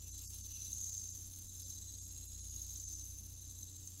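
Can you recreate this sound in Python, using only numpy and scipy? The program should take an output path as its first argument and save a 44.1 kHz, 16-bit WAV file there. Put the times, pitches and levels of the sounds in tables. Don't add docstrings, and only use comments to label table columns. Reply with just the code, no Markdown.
import sys
import numpy as np
from scipy import signal
from scipy.fft import rfft, irfft, next_fast_len
from scipy.io import wavfile
from scipy.ndimage import map_coordinates

SR = 44100
rng = np.random.default_rng(int(sys.argv[2]) if len(sys.argv) > 2 else 0)


def waveform_to_disk(signal):
    frames = np.transpose(np.atleast_2d(signal))
    scaled = np.clip(frames, -1, 1) * 32767
    samples = np.round(scaled).astype(np.int16)
    wavfile.write(sys.argv[1], SR, samples)


N = 176400
TIME_S = np.arange(N) / SR

# time_s, level_db
RATTLE = [(0, -60), (0.12, -53), (0.22, -56), (0.45, -52.5), (0.63, -49), (0.69, -51), (0.74, -47),
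          (0.88, -45.5), (1.18, -51), (1.3, -57), (1.72, -53), (2.25, -55.5), (2.6, -51), (2.75, -50.5),
          (2.92, -49), (3.25, -57), (3.58, -55.5), (4, -58)]
# time_s, pitch_hz
TWIST_PITCH = [(0, 6000), (.25, 6420), (.62, 6100), (.78, 6450), (1.25, 6250), (1.7, 6330), (2.3, 6623),
               (2.65, 6440), (2.95, 6270), (3.3, 6220), (4, 6360)]
# depth_db, first_peak_turns
FLUTTER = [(1, 0.68), (0.98, 0.37), (0.48, 0.048), (0.86, 0.2)]


def ball_load(chatter_db, rattle_chatter):
    beats_per_turn = [1, 2, 1.375, 4.333]
    flutter_db = sum(db * np.cos(2 * np.pi * beats * (turns() - first_peak))
                     for beats, (db, first_peak) in zip(beats_per_turn, FLUTTER))
    rattle_db = curve(RATTLE)
    depth = amp(rattle_chatter * (rattle_db - rattle_db.mean()))
    return (flutter_db + chatter_db * wobble(260)) * depth


def race_ring(load_db):
    race_modes = [(6331, 370, -5.5, 1), (6770, 270, -22.5, 3)]
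    return amp(curve(RATTLE)) * modes(race_modes, load_db, drift=0.85, stray=0.004)


def cage_ring(load_db):
    cage_modes = [(7100, 380, 2, -6), (7590, 280, 2, 2.5), (8180, 360, -5.5, 2)]
    swell = [(0, -58), (0.1, -58.5), (0.22, -57), (0.5, -62), (0.7, -59), (0.85, -56.5), (1.1, -59),
             (1.35, -61), (1.65, -58), (2.15, -59), (2.5, -62), (2.7, -59.5), (2.95, -59), (3.25, -66),
             (3.6, -58.5), (4, -60)]
    return amp(curve(swell)) * modes(cage_modes, load_db, drift=0.44, stray=0.008)


def rotor_ring(load_db):
    rotor_modes = [(3540, 260, -5.5, 2), (4002, 265, 3.5, 4)]
    swell = [(0, -73), (.1, -74), (.15, -64.5), (.23, -67.5), (.28, -106), (.34, -68), (.43, -71),
             (.6, -63), (.87, -68.5), (1.25, -76.5), (1.65, -65.5), (1.9, -65), (2.1, -69), (2.38, -69),
             (2.6, -67.5), (2.85, -68), (3.22, -76), (3.5, -68), (3.7, -67), (4, -80)]
    return amp(curve(swell) - 0.5) * modes(rotor_modes, load_db, drift=0.24, stray=0.0048)


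def frame_ring(load_db):
    frame_modes = [(4798, 270, -1, -2.5), (5460, 180, 0.5, -2.5)]
    swell = [(0, -74), (.13, -72), (.21, -62), (.27, -59), (.35, -65.5), (.6, -65.5), (.98, -60),
             (1.2, -69), (1.45, -73), (1.62, -63.5), (1.9, -65), (2.25, -68.5), (2.4, -65), (2.6, -64.5),
             (2.9, -65), (3.25, -73), (3.6, -69), (4, -71)]
    return amp(curve(swell) - 2.5) * modes(frame_modes, load_db, drift=1.0, stray=0.011)


def ball_ring(load_db):
    ball_modes = [(9810, 610, -1, 2), (14300, 850, -15.5, 3.5)]
    swell = [(0, -68), (.22, -69), (.35, -60), (.47, -68), (.62, -61.5), (.85, -63), (1, -67), (1.28, -66),
             (1.6, -67), (1.85, -69.5), (2.1, -67.5), (2.48, -64.5), (2.85, -67), (3.2, -65), (3.6, -71),
             (4, -70)]
    return amp(curve(swell) + 0.5) * modes(ball_modes, load_db, drift=0, stray=0.005)


def shimmer(load_db, twist_s=1.918, lobe_db=2.5, first_lobe_s=0.25, fade_db_per_s=0.75):
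    shimmer_modes = [(11540, 1380, 0, -0.6)]
    beam_db = lobe_db * np.cos(2 * np.pi * 4 * (TIME_S - first_lobe_s) / twist_s)
    level_db = -63.5 + beam_db - fade_db_per_s * TIME_S
    return amp(level_db) * modes(shimmer_modes, load_db, drift=0, stray=0.005)


def rolling_hiss(load_db):
    colour = [(4500, -22.5), (6000, -6.5), (7300, -8.5), (8900, 0), (10000, -8.5), (11500, -2.5),
              (12700, 1), (14000, -1.5), (15700, -1)]
    swell = [(0, -71), (.15, -72), (.22, -61), (.35, -60), (.5, -67), (.65, -66), (1, -64.5), (1.4, -65),
             (1.7, -66.5), (2, -69), (2.45, -67), (2.7, -65.5), (2.9, -66), (3.1, -68), (3.5, -71.5),
             (4, -68)]
    return amp(curve(swell) + 4.5) * coloured(impacts(rolling_db=-6.5) * amp(load_db), colour)


def frame_rush(load_db):
    colour = [(400, -20), (1000, -15), (2200, -17), (3000, -6), (3700, 1), (4400, -0.5), (5600, 0.5),
              (6500, -3.5), (8000, -28.5)]
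    swell = [(0, -65), (0.12, -68.5), (0.22, -61.5), (0.45, -64.5), (0.65, -63.5), (0.88, -64),
             (1.3, -64.5), (1.7, -68), (2.1, -66), (2.4, -64), (2.8, -64.5), (3.2, -69.5), (3.65, -68),
             (4, -65.5)]
    return amp(curve(swell) - 2.5) * coloured(impacts(rolling_db=-0.5) * amp(load_db), colour)


def chirps(load_db, centre_hz=6980, fall_hz_per_turn=1100, peak_turns=0.27, half_width_turns=0.29):
    from_peak = (turns() - peak_turns + 0.5) % 1 - 0.5
    rattle_db = curve(RATTLE)
    level_db = -51.5 + 2 * (rattle_db - rattle_db.max())
    drive = impacts(rolling_db=2) * amp(load_db) * np.exp(-(from_peak / half_width_turns) ** 2)
    return amp(level_db) * ringing(drive, centre_hz - fall_hz_per_turn * from_peak, width_hz=160)


def low_ring():
    low_modes = [(2780, 370, 0, 1)]
    swell = [(0, -86), (.07, -72), (.13, -94), (.23, -71), (.28, -97), (.34, -72), (.43, -86), (.54, -69),
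             (.62, -74), (.7, -77.5), (.8, -88), (2.05, -93), (2.2, -78), (2.3, -85), (2.43, -102),
             (2.52, -80), (2.85, -92), (3.1, -82), (3.6, -89), (4, -83)]
    return amp(curve(swell)) * modes(low_modes, load_db=0, drift=0.15, stray=0.029)


def knocks():
    strikes = [(0.621, -32, 6270), (0.731, -27.5, 6420), (.773, -32, 6340), (.837, -32, 6370),
               (.884, -46, 6450), (.941, -40, 6310), (1.091, -33.5, 6210), (2.563, -29.5, 6530),
               (2.619, -30.5, 6500), (2.698, -31.5, 6480), (2.760, -34, 6350), (2.800, -36, 7140),
               (2.838, -34, 6270), (2.881, -31, 6240), (2.932, -34, 6270), (2.995, -40, 6310),
               (3.874, -36.5, 6440)]
    out = np.zeros(N)
    for peak_s, db, hz in strikes:
        envelope = amp(db - 5) * spike(peak_s, rise_s=0.0015, fall_s=0.003)
        out += envelope * np.sin(2 * np.pi * hz * TIME_S + 0.8 * wobble(900))
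    return out


def grit_ticks():
    ticks = [(.191, -49), (1.361, -51), (1.599, -43), (2.445, -49), (3.186, -47), (3.875, -43)]
    colour = [(1000, -32), (2500, -25), (4000, -11), (5600, -7), (6600, 12), (7600, -2), (8900, -9),
              (9800, 2), (11600, -14), (15000, -9)]
    envelope = sum(amp(db) * spike(peak_s, rise_s=0.0005, fall_s=0.0035) for peak_s, db in ticks)
    return envelope * coloured(rng.standard_normal(N), colour)


def blip(peak_s=1.655, half_width_s=0.018, pitch_hz=534, level_db=-71):
    envelope = amp(level_db) * np.exp(-((TIME_S - peak_s) / half_width_s) ** 2)
    return envelope * np.sin(2 * np.pi * pitch_hz * TIME_S)


def machine_hum(waver_hz=59.1, unsteady_rad=0.14):
    steady = [(90.5, -56.5), (120.5, -72), (79.4, -71.5), (265, -80.5), (17, -75)]
    waver = [(0.0, -57), (0.04, -54.5), (1.12, -60.5), (1.47, -70), (1.51, -63), (2.51, -53.5),
             (3.56, -58.5), (3.69, -72), (4.0, -82)]

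    def tone(hz):
        return np.sqrt(2) * np.sin(2 * np.pi * (hz * TIME_S + rng.random()) + unsteady_rad * wobble(13))
    return sum(amp(db) * tone(hz) for hz, db in steady) + amp(curve(waver) - 0.5) * tone(waver_hz)


def room_tone():
    colour = [(15, -19), (25, 8), (31, 3.5), (38, -3.5), (55, 7), (72, -9.5), (110, 3.5), (135, -6),
              (185, -8), (202, -0.5), (216, -11.5), (275, -8.5), (293, -11), (304, -0.5), (320, -14),
              (420, -17), (550, -23), (900, -27.5), (2000, -31.5), (15000, -35.5)]
    return amp(-63) * coloured(rng.standard_normal(N), colour)


def dipped(x, half_width_s=0.011, above_hz=334):
    dips = [(0.12, 18), (0.269, 46), (0.284, 33), (0.425, 22), (.541, 14), (1.121, 15), (1.491, 16),
            (1.651, 15), (2.002, 18), (2.049, 15), (2.281, 19), (2.42, 11), (2.514, 12), (2.86, 23),
            (2.955, 10)]
    dip_db = sum(db * np.exp(-((TIME_S - centre_s) / half_width_s) ** 2) for centre_s, db in dips)
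    bass = filtered(x, lambda hz: 1 / (1 + (hz / above_hz) ** 6))
    return bass + (x - bass) * amp(-dip_db)


def turns(start_hz=19.26, slowing_hz_per_s=0.9375):
    return start_hz * TIME_S - slowing_hz_per_s * TIME_S ** 2 / 2


def impacts(rolling_db, hits_per_s=5500):
    hits = (rng.random(N) < hits_per_s / SR) * rng.standard_normal(N)
    return unit(unit(hits) + amp(rolling_db) * rng.standard_normal(N))


def modes(table, load_db, drift, stray):
    pitch = curve(TWIST_PITCH)
    throb = np.cos(2 * np.pi * (turns() - FLUTTER[0][1]))
    out = np.zeros(N)
    for hz, width_hz, db, throb_db in table:
        bend = 1 + drift * (pitch / pitch.mean() - 1) + stray * wobble(4.74)
        drive = impacts(rolling_db=-5.5) * amp(load_db + throb_db * throb)
        out += amp(db) * ringing(drive, hz * bend, width_hz)
    return unit(out)


def ringing(drive, hz, width_hz):
    carrier = np.exp(2j * np.pi * np.cumsum(hz) / SR)
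    pole = np.exp(-np.pi * width_hz / SR)
    envelope = signal.lfilter([1], np.poly([pole, pole]), drive / carrier)
    return unit((envelope * carrier).real)


def spike(peak_s, rise_s, fall_s):
    return np.exp(-np.maximum((peak_s - TIME_S) / rise_s, (TIME_S - peak_s) / fall_s))


def amp(db):
    return 10 ** (np.asarray(db) / 20)


def unit(x):
    return x / np.sqrt(np.mean(x ** 2) + 1e-20)


def curve(rows):
    return np.interp(TIME_S, *np.transpose(rows))


def wobble(rate):
    return map_coordinates(rng.standard_normal(int(N * rate / SR) + 4), [np.arange(N) * rate / SR])


def filtered(x, response):
    size = next_fast_len(N + SR // 2)
    return irfft(rfft(x, size) * response(np.fft.rfftfreq(size, 1 / SR)), size)[:N]


def coloured(x, points):
    points_hz, db = np.transpose(points)
    return unit(filtered(x, lambda hz: amp(np.interp(np.log(hz + 1), np.log(points_hz), db))))


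def scene():
    load_db = ball_load(chatter_db=2.5, rattle_chatter=0.06)
    ring_load_db, frame_load_db, bright_load_db = 0.6 * load_db, 0.58 * load_db, 0.66 * load_db
    treble_load_db = bright_load_db + 2.5 * wobble(90)
    rings = race_ring(ring_load_db) + cage_ring(ring_load_db)
    rings += rotor_ring(frame_load_db) + frame_ring(frame_load_db)
    rings += ball_ring(bright_load_db) + shimmer(treble_load_db)
    hiss = rolling_hiss(treble_load_db) + frame_rush(0.88 * load_db)
    rattles = chirps(ring_load_db) + low_ring() + knocks() + grit_ticks()
    room = machine_hum() + room_tone()
    return (rings + rattles + blip() + dipped(hiss + room))[None]


def record(dry, top_hz=15760):
    return filtered(dry[0], lambda hz: hz < top_hz)[None]


dry = scene()
out = record(dry)
waveform_to_disk(out)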